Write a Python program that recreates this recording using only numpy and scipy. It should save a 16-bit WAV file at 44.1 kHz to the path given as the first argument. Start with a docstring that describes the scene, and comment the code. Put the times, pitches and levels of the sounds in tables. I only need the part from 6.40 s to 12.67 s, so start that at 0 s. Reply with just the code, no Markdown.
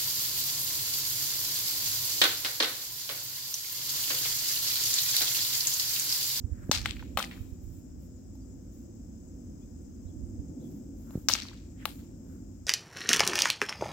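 """Blunt sabres clack and chatter as two fencers spar on a lawn beside a willow, metres from a phone.
Each blow is a click that rings damped blade modes; a wall, trees and houses echo it, the willow scatters it.
Grainy ticks follow. Feet stamp as falling tones and brush the grass as noise; blades and sleeves swish.
Wind bumps the right microphone port with low puffs and flutter. Behind: a traffic drone of shaped noise,
rustling air, an insect chorus with buzzes and a pulsed trill, and a few faint gliding bird chirps."""
import sys
import numpy as np
from scipy import signal
from scipy.fft import rfft, irfft, next_fast_len
from scipy.io import wavfile
from scipy.ndimage import uniform_filter1d

SR = 44100
rng = np.random.default_rng(int(sys.argv[2]) if len(sys.argv) > 2 else 0)


def put_to_file(sound):
    """Save the sound as 16-bit audio at rate SR, in the file named by the first command-line argument."""
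    columns = np.atleast_2d(sound).T  # one column per channel
    safe = np.clip(columns, -1, 1)
    whole_steps = np.round(safe * 32767)
    wavfile.write(sys.argv[1], SR, whole_steps.astype(np.int16))


def elevation(decibels):
    """Turn decibel levels (scalar or array-like) into linear amplitude ratios."""
    levels = np.asarray(decibels, float)
    return 10 ** (levels / 20)


N = 276371
T = np.arange(N) / SR
PORT_MS = 0.38  # lag of the right port for sound from the far left


def curve(table, column):
    """One column of a table, joined by straight lines in time."""
    return np.interp(T, [row[0] for row in table], [row[column] for row in table])


def colour(x, points, late_ms=0.):
    """Shape a sound by (frequency [Hz], gain [dB]) points and delay it."""
    size = next_fast_len(x.shape[-1] + 4096)
    hz = np.arange(size // 2 + 1) * SR / size + 1e-3
    gain = elevation(np.interp(np.log(hz), np.log([p[0] for p in points]), [p[1] for p in points]))
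    delay = np.exp(-2j * np.pi * hz * late_ms / 1000)
    return irfft(rfft(x, size) * gain * delay, size)[..., :x.shape[-1]]


def band(x, hz, width_hz):
    """A resonance with gain 1 at its centre."""
    return signal.lfilter(*signal.iirpeak(hz, hz / width_hz, SR), x)


def band_twice(x, hz, width_hz):
    """Two equal resonances in series: steeper skirts."""
    return band(band(x, hz, width_hz), hz, width_hz)


def noise(points):
    """Coloured noise of rms 1."""
    x = colour(rng.standard_normal(N), points)
    return x / x.std()


def walk(rate_hz):
    """Random levels held 1 / rate_hz and slewed twice; spread near 1."""
    hold = int(SR / rate_hz)
    steps = np.repeat(rng.standard_normal(N // hold + 1), hold)
    return 1.3 * uniform_filter1d(uniform_filter1d(steps, hold), hold)[:N]


def hump(middle_s, length_s):
    """A smooth swell, near 0.1 at both ends of its length."""
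    return np.exp(-((T - middle_s) / length_s * 3) ** 2)


def decay(t, t60_s):
    """Exponential fade by 60 dB in t60_s."""
    return np.exp(-np.log(1000) * t / t60_s)


def add(track, s, sound):
    """Mix a short sound in at a time."""
    i = int(s * SR)
    track[i:i + len(sound)] += sound[:N - i]


# left port faces the fencers: (frequency [Hz], left minus right [dB])
PORT_TILT = [(300, -0.5), (1000, 5.5), (3000, 8), (6000, 9), (10000, 3.5), (16000, 15)]


def ports(x, late_ms):
    """A source on both ports: mostly brighter on the left, right delayed by late_ms."""
    left = colour(x, [(hz, db / 2) for hz, db in PORT_TILT])
    right = colour(x, [(hz, -db / 2) for hz, db in PORT_TILT], late_ms)
    return np.array([left, right])


# steel on steel: (frequency [Hz], level [dB])
CRACK_COLOUR = [(300, -15.5), (600, -1.5), (900, 2), (2300, 3), (4000, 0.5), (5800, -5.5), (8000, -3.5),
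                (9800, -11.5), (14500, -8.5), (20000, -27.5)]
# thudding guard fades out over: (from [Hz], to [Hz])
GUARD_FADE_HZ = (765, 1910)
# biting edge: (starts [Hz], full from [Hz], full to [Hz], ends [Hz])
EDGE_FADE_HZ = (3370, 5690, 6330, 8740)
# whipping tip fades in over: (from [Hz], to [Hz])
TIP_FADE_HZ = (7800, 9800)


def crack(db, guard_db, edge_db, tip_db):
    """First contact: minimum-phase click with this colour (log gain folded in the cepstrum)."""
    pitch = np.log(np.maximum(np.arange(513) * SR / 1024, 1))
    shape = np.interp(pitch, np.log([p[0] for p in CRACK_COLOUR]), [p[1] for p in CRACK_COLOUR])
    shape += guard_db * np.interp(pitch, np.log(GUARD_FADE_HZ), [1, 0])
    shape += edge_db * np.interp(pitch, np.log(EDGE_FADE_HZ), [0, 1, 1, 0])
    shape += tip_db * np.interp(pitch, np.log(TIP_FADE_HZ), [0, 1])
    cepstrum = irfft(np.log(elevation(db + shape)))
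    cepstrum[1:512] *= 2
    cepstrum[513:] = 0
    return irfft(np.exp(rfft(cepstrum)))


# blades and guards damped by gloved hands, nominal: (frequency [Hz], level over the crack [dB], t60 [s])
BLADE_MODES = [(584, 0.6, 0.048), (869, 6, 0.039), (1340, -0.5, 0.021), (1660, -2, 0.0072),
               (2200, -2.5, 0.026), (3062, -4, 0.009), (4060, 3, 0.0069), (4700, -7.5, 0.0045),
               (5800, -0.5, 0.012), (7500, -2.5, 0.042)]
CHATTER_MS = 3.3


def clack(contact, chatter_db):
    """The contact chatters for a few ms and rings damped modes, a little differently each time."""
    t = np.arange(1024) / SR
    push = elevation(chatter_db) * rng.standard_normal(len(t)) * np.exp(-t * 1000 / CHATTER_MS)
    push[int(.0005 * SR)] -= 1
    push /= np.sqrt(np.sum(push ** 2))
    ring = np.zeros(len(t))
    ring[0] = 1
    for (hz, db, t60_s), (detune, share) in zip(BLADE_MODES, rng.standard_normal((len(BLADE_MODES), 2))):
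        fade = decay(t, t60_s)
        tone = np.sin(2 * np.pi * hz * (1 + 0.018 * detune) * t)
        ring += elevation(db + 2 * share) * tone * fade * 2 / fade.sum()
    return signal.fftconvolve(signal.fftconvolve(contact, push), ring)


def rough_wall():
    """Ledges and boards split the slap into a short cluster."""
    blur = .08 * rng.standard_normal(256) * np.exp(-np.arange(256) / 60)
    blur[0] = -.9
    return blur


WALL_S = .0517  # usual delay; echoes from beyond the wall shift along with it


def echoes(contacts, delays_s, reflectors):
    """Each rough reflector blurs and colours contacts given as (time s, wall delay shift s, sound)."""
    out, t = np.zeros((2, N)), np.arange(3072) / SR
    for delay_s, (db, hz, width_hz, t60_s, late_ms) in zip(delays_s, reflectors):
        echo = np.zeros(N)
        for s, shift_s, sound in contacts:
            blur = rng.standard_normal(len(t)) * decay(t, t60_s)
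            blur[0] += np.sqrt(np.sum(blur ** 2))
            blur /= np.sqrt(np.sum(blur ** 2))
            add(echo, s + delay_s + shift_s * (delay_s > WALL_S), signal.fftconvolve(sound, blur))
        echo = band_twice(echo, hz, width_hz)
        out += elevation(db) * np.array([np.roll(echo, -int(late_ms * SR / 1000)), echo])
    return out


# scatter from turf and trunk over the crown to the reeds: (swells until [s], level [dB], t60 [s])
WILLOW_SWELLS = [(.004, -28.5, 0.087), (0.034, -32, 0.24), (.15, -50.5, .6)]
# (frequency [Hz], level [dB])
WILLOW_TINT = [(300, -2.5), (800, -5), (2000, -4.5), (4300, 1), (6500, -8), (9000, 2), (16000, -1)]
PATCHY_DB, TWIGS_DB = 3.2, 3  # spread per band over 6 ms patches; spread of the quick flicker all bands share


def willow(contacts):
    """Uneven reflectors scatter the blows: patchy noise bands, different leaves for each port."""
    t = np.arange(int(.45 * SR)) / SR
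    leaves = 0
    for hz in 400 * 2 ** np.arange(0, 5.6, .5):
        patches = uniform_filter1d(rng.standard_normal((2, len(t))), size=256) * np.sqrt(256)
        grain = band_twice(rng.standard_normal((2, len(t))), hz, hz / 2)
        leaves = leaves + grain * elevation(PATCHY_DB * patches)
    flicker = uniform_filter1d(rng.standard_normal(len(t)), size=64) * 8
    leaves = leaves * elevation(TWIGS_DB * flicker)
    # long paths lose their treble to the air
    dull = colour(leaves, [(800, -0.5), (2500, 6.0), (5000, -4), (9000, -17.5)])
    power = 0
    for peak_s, db, t60_s in WILLOW_SWELLS:
        power = power + elevation(2 * db) * np.where(t < peak_s, (t / peak_s) ** 2, decay(2 * (t - peak_s), t60_s))
    leaves = (dull + (leaves - dull) * np.exp(-t / 0.22)) * np.sqrt(power)
    wash = signal.fftconvolve(colour(contacts, WILLOW_TINT)[None], leaves, axes=1)[:, :N]
    return wash * elevation(np.array([[1.5], [-1.5]]))


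# blade contacts: (time [s], level [dB], added by thudding guard [dB], biting edge [dB], whipping tip [dB])
CONTACTS = [(0.3139, 4, -0.5, 13.5, -1.5), (0.3225, -17, -11, 18, 0.5), (0.4581, 3, -10, -5.5, -11.5),
            (0.7727, -2.5, 4, -1, 4), (0.7743, -4.5, 5.5, -4, -0.5), (0.779, -16.5, 10, 5, -1.5),
            (0.784, -13, 13, -4, -1), (0.788, -6.5, 12, 0, -6), (0.793, -8.5, 0, 9, 3.5),
            (1.9534, -52.5, 25, 22, 20), (4.7071, -38.5, 20, 5.5, 12.5), (4.8856, 1.5, -5, 21, 5),
            (4.8967, -4, 6, -7.5, 1.5), (4.9517, -4, -2.5, 2.5, -18.5), (5.4548, -3, 4.5, 4, 8.5),
            (5.459, -22.5, 9, -8, 0.5), (5.476, -27.5, 17, -4.5, 1)]
# how the fencers stand and face in each exchange, sends for clean blows:
# (from [s], wall [dB], willow [dB], trees behind [dB], houses beside [dB])
EXCHANGES = [(0, -31, -0.5, -2, -13), (.4, -5, -8, -0.5, 6), (.7, 0, -4, 6, -20), (4.6, -0.5, -3.5, -4, -3),
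             (4.93, -4, -1, 0, -23), (5.3, -22.5, -12, -10.5, -24)]
# wall delay in each exchange: (delay [s])
WALL_DELAYS_S = [.0523, .051, .0543, .0512, .0495, .0528]
# chatter: (clean blows [dB], rebounds [dB])
CHATTER_LEVELS_DB = (-24, -13)
# reflectors: (level [dB], centre [Hz], width of each of two passes [Hz], blur t60 [s], right lag [ms])
TREE_ECHOES = [(-16.5, 2000, 7300, .006, .2), (-16.5, 2400, 3000, 0.063, -.2)]
HOUSE_ECHOES = [(-26.5, 2200, 3000, .012, 0.), (-11.5, 910, 670, .02, 0.)]
# usual delay of each reflector: (delay [s])
TREE_DELAYS_S = (.030, .137)
HOUSE_DELAYS_S = (.110, .1675)
WALL_HZ, WALL_WIDTH_HZ = 4610, 7100  # width of each of two passes
REBOUND_S, BOUNCE_ECHO_DB = .025, -8  # a contact this soon after another is a rebound and echoes less


def sabres():
    """Direct blows, the slap from the wall on the left, other echoes and the willow's wash."""
    direct, to_wall, to_willow = np.zeros((3, N))
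    to_trees, to_houses = [], []
    for s, *levels_db in CONTACTS:
        contact = crack(*levels_db)
        rebound = any(0 < s - other[0] < REBOUND_S for other in CONTACTS)
        k = sum(row[0] <= s for row in EXCHANGES) - 1
        wall_s, (_, wall_db, willow_db, trees_db, houses_db) = WALL_DELAYS_S[k], EXCHANGES[k]
        less_db = BOUNCE_ECHO_DB * rebound
        add(direct, s, clack(contact, CHATTER_LEVELS_DB[rebound]))
        slap = signal.fftconvolve(contact, rough_wall())
        add(to_wall, s + wall_s, elevation(wall_db + less_db) * slap)
        add(to_willow, s, elevation(willow_db) * contact)
        to_trees.append((s, wall_s - WALL_S, contact * elevation(trees_db + less_db)))
        to_houses.append((s, wall_s - WALL_S, contact * elevation(houses_db + less_db)))
    out = ports(direct, 0.053) + ports(band_twice(to_wall, WALL_HZ, WALL_WIDTH_HZ), PORT_MS)
    out += echoes(to_trees, TREE_DELAYS_S, TREE_ECHOES) + echoes(to_houses, HOUSE_DELAYS_S, HOUSE_ECHOES)
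    return out + willow(to_willow)


# short grainy ticks in the tails of the blows, mostly echoes from trees, wall and houses,
# some perhaps rattles: (time [s], peak before panning [dB], frequency [Hz], t60 [s])
LATE_TICKS = [(0.363, -38, 2300, 0.011), (.385, -35, 1900, .012), (.451, -42, 4100, .015),
              (0.452, -42, 1700, .01), (.478, -42, 2500, .012), (0.598, -46.5, 1487, 0.032),
              (.66, -52, 2280, .015), (0.802, -23, 1250, 0.0083), (.841, -28.5, 2120, 0.017),
              (0.912, -40.5, 2100, 0.16), (.976, -47.5, 1600, 0.044), (4.9145, -18, 4000, .012),
              (4.946, -25, 4000, .01), (5.021, -28, 4160, 0.013), (5.021, -39, 2200, 0.12),
              (5.085, -35, 3900, .025), (5.109, -51, 5200, .012), (5.114, -47.5, 1020, 0.018),
              (5.132, -47, 1120, 0.026), (5.174, -51, 3660, 0.078)]


def late_ticks():
    """Grainy bursts, each through one broad resonance, a little louder on the left."""
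    out, t = np.zeros((2, N)), np.arange(6144) / SR
    for s, db, hz, t60_s in LATE_TICKS:
        grains = rng.standard_normal(len(t)) * elevation(4 * np.repeat(rng.standard_normal(96), 64))
        grains[0] = 9  # sharp onset
        burst = band_twice(grains * decay(t, t60_s), hz, 0.45 * hz)
        burst *= elevation(db) / np.abs(burst).max()
        add(out[0], s, elevation(1.5) * burst)
        add(out[1], s, elevation(-2.0) * burst)
    return out


# lunges: (time [s], level [dB], pitch scale [Hz], t60 [s])
LUNGES = [(0.294, -8.5, 234, 0.018), (4.754, -13, 223, 0.027), (4.775, -21.5, 206, 0.039)]


def stamps():
    """Lunges thump the turf: a tone falling from 1.7 to 0.15 times its pitch scale."""
    thumps, t = np.zeros(N), np.arange(4096) / SR
    for s, db, hz, t60_s in LUNGES:
        turns = hz * (0.15 * t + 0.64 * 0.0085 * (1 - np.exp(-t / 0.0035)))
        press = (1 - np.exp(-(t / .0016) ** 2)) * decay(t, t60_s)
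        add(thumps, s, elevation(db) * np.cos(2 * np.pi * turns) * press)
    return thumps


# feet brushing the grass: (middle [s], length [s], level [dB])
GRASS_BRUSHES = [(0.463, 0.61, -60), (0.974, 0.51, -61), (1.327, 0.3, -64), (1.633, 0.13, -66),
                 (2.38, .2, -65), (4.26, 0.19, -69), (4.355, 0.23, -65), (4.624, 0.24, -67),
                 (4.775, 0.26, -59.5), (5.559, 0.23, -58.5), (5.922, 0.22, -67.5)]


def grass():
    """Grass hisses under moving feet: treble noise in unsteady swells."""
    tint = [(5000, -19.0), (9500, -19.5), (12500, -10.0), (15200, -8.5), (16500, -9.0)]
    hiss = np.array([noise(tint), noise(tint)])
    return hiss * elevation(1.5 * walk(55)) * sum(elevation(db) * hump(s, length_s) for s, length_s, db in GRASS_BRUSHES)


# blades and sleeves cutting the air: (middle [s], length [s], level [dB], centre [Hz])
AIR_CUTS = [(0.22, 0.3, -65.5, 1650), (4.72, 0.21, -63.5, 1366), (5.432, 0.14, -59, 1900),
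            (5.42, 0.12, -66, 2900), (5.935, 0.2, -70.5, 1470)]


def swishes():
    """Broad rushes of air around a centre pitch."""
    out = np.zeros((2, N))
    for s, length_s, db, hz in AIR_CUTS:
        tint = [(hz / 3, -24), (hz * 0.64, -8), (hz, 0), (hz * 1.3, -9), (hz * 2.2, -26)]
        rush = colour(rng.standard_normal((2, N)), tint)
        out += elevation(db) * hump(s, length_s) * elevation(2.5 * walk(90)) * rush / rush.std()
    return out


# (strongest at [s], level [dB], build-up [dB/s], die-away [dB/s])
WIND_GUSTS = [(0., -37, 30, 9.5), (3.902, -42, 22, 45)]
# low puffs, centred 23 ms after their start: (start [s], level [dB])
WIND_PUFFS = [(0.026, -20), (0.104, -19.5), (0.252, -30), (0.737, -27), (0.99, -25), (1.106, -27.5),
              (1.252, -29.5), (3.64, -29), (3.974, -24.5)]


def wind():
    """Eddies knock the right port: single low puffs over an uneven flutter; left 20 dB down."""
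    tint = [(20, -24), (40, -4), (70, 0), (120, -8), (250, -26), (600, -50), (3000, -90)]
    knocks = noise(tint) * elevation(3.5 * walk(16))
    gusts = 0
    for s, db, rise, fall in WIND_GUSTS:
        gusts = gusts + elevation(db - np.where(T < s, rise * (s - T), fall * (T - s)))
    knocks *= gusts
    t = np.arange(-1024, 2048) / SR
    for s, db in WIND_PUFFS:
        add(knocks, s, elevation(db) * np.sin(2 * np.pi * 70 * t) * np.exp(-(t / 0.0081) ** 2))
    return np.array([elevation(-20) * knocks, knocks])


# traffic: (time [s], level [dB])
TRAFFIC = [(0.0, -49), (0.84, -45), (1.08, -49.5), (2.15, -49), (3.11, -47.5), (3.35, -49.5), (3.94, -45.5),
           (4.22, -42), (4.57, -46.5), (5.24, -49.5), (5.9, -46), (6.27, -54)]
# (frequency [Hz], level [dB])
TRAFFIC_COLOUR = [(76, -46.5), (130, -7), (208, -1.5), (260, 1), (359, -9.5), (430, -22), (480, -16.5),
                  (625, -25), (1000, -37.5), (1300, -66.5)]
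RUMBLE_COLOUR = [(20, -39.5), (32, -13), (48, 14.5), (70, 11.5), (100, 10.5), (135, -3), (200, -53)]
# traffic power on the left: (time [s], share [0-1])
LEFT_SHARE = [(0, 0), (.8, 0.45), (3.2, 0.02), (3.7, 0.54), (6.27, 0.98)]


def road():
    """Distant traffic drones from both sides, over a deeper and looser rumble."""
    share = np.clip(curve(LEFT_SHARE, 1), 0, 1)
    left, right = (noise(TRAFFIC_COLOUR) * elevation(curve(TRAFFIC, 1) + 0.29 * walk(17)) for _ in "lr")
    drone = ports(left * np.sqrt(share), PORT_MS) + ports(right * np.sqrt(1 - share), -PORT_MS)
    rumble = ports(noise(RUMBLE_COLOUR), 0.) * elevation(-48.0)
    rumble += np.array([noise(RUMBLE_COLOUR), noise(RUMBLE_COLOUR)]) * elevation(-60.0)
    diffuse = np.array([noise(TRAFFIC_COLOUR), noise(TRAFFIC_COLOUR)]) * elevation(-57.5)
    return drone + rumble + diffuse


# (frequency [Hz], level [dB])
AIR_COLOUR = [(500, 4.5), (900, -3), (1400, -3), (2000, -9), (4000, -15), (8000, -20), (9500, -25),
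              (12000, -13), (15200, -8), (16500, -11)]


def air():
    """Faint rustling air: independent steady noise on each port."""
    return np.array([noise(AIR_COLOUR) * elevation(1.35), noise(AIR_COLOUR) * elevation(-0.5)]) * elevation(-69)


# (frequency [Hz], level [dB])
CHORUS_COLOUR = [(4400, -33), (4800, -6.5), (5400, -0.5), (6000, -5.5), (7000, 1), (8000, -3),
                 (8700, -15.5), (9100, -38)]
# lasting buzzes: (frequency [Hz], width [Hz], level [dB])
BUZZES = [(7000, 180, -73.5), (7700, 110, -78.5)]
# (time [s], level [dB])
TRILL_LEVEL = [(0, -82), (1.8, -79), (2.4, -68.5), (4.2, -69), (5.0, -75), (6.27, -74)]
TRILL_HZ, TRILL_PULSE_HZ = 6330, 37.3
NEAR_MS = -.8  # right port leads for the nearer insects and the birds


def insects():
    """A broad noise chorus, two narrow-band buzzes and a nearer trill of tone pulses."""
    chorus = np.array([noise(CHORUS_COLOUR) * elevation(3.0), noise(CHORUS_COLOUR) * elevation(-3.0)])
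    chorus = chorus * elevation(-69 + 0.28 * walk(3))
    near = np.zeros(N)
    for hz, width_hz, db in BUZZES:
        tone = band(rng.standard_normal(N), hz, width_hz)
        near += elevation(db + 2.5 * walk(40)) * tone / tone.std()
    cycle = np.cumsum(TRILL_PULSE_HZ * (1 + .015 * walk(2))) / SR % 1
    pitch_hz = TRILL_HZ * (1.035 - .07 * cycle)  # each pulse slides down a little
    pulses = elevation(curve(TRILL_LEVEL, 1) + walk(30)) * np.sin(np.pi * cycle) ** 4
    near += pulses * np.sin(2 * np.pi * np.cumsum(pitch_hz) / SR)
    return chorus + ports(near, NEAR_MS)


# far birds: (time [s], length [s], from [Hz], to [Hz], level [dB])
BIRD_CALLS = [(1.77, .04, 4100, 4150, -77), (2.01, .035, 4750, 4800, -72), (3.2, .045, 2900, 3800, -76),
              (3.215, .025, 2400, 2550, -77), (3.655, .045, 3400, 4500, -76), (3.39, .07, 8800, 8800, -79),
              (3.675, .045, 3500, 3000, -75), (3.84, .07, 8800, 8800, -76), (4.19, .045, 2900, 4700, -74),
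              (4.215, .075, 3450, 3150, -72)]


def birds():
    """Short tones, most of them gliding, hoarse when they fall; foliage smears the far calls."""
    calls, warble = np.zeros(N), 1 + .05 * walk(500)
    for s, length_s, from_hz, to_hz, db in BIRD_CALLS:
        n = int(length_s * SR)
        pitch_hz = np.linspace(from_hz, to_hz, n)
        if to_hz < from_hz:
            pitch_hz = pitch_hz * warble[int(s * SR):][:n]
        add(calls, s, elevation(db) * np.sqrt(np.hanning(n)) * np.sin(2 * np.pi * np.cumsum(pitch_hz) / SR))
    smear = .03 * rng.standard_normal(3000) * np.exp(-np.arange(3000) / 900)
    smear[0] = .9
    return ports(signal.fftconvolve(calls, smear)[:N], NEAR_MS)


def scene():
    """Everything that reaches the two ports."""
    fencers = sabres() + late_ticks() + stamps() + grass() + swishes()
    return fencers + wind() + road() + air() + insects() + birds()


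def roll_off(x):
    """The treble ends steeply here."""
    return signal.sosfilt(signal.butter(12, 17050, fs=SR, output="sos"), x)


def record(dry):
    """The phone rounds the loudest peaks and cuts the top above 15.9 kHz."""
    rounded = np.tanh(dry)
    low_pass = signal.ellip(8, .2, 50, 15900, fs=SR, output="sos")
    mix = signal.sosfilt(low_pass, rounded)
    return roll_off(mix)


dry = scene()
out = record(dry)
put_to_file(out)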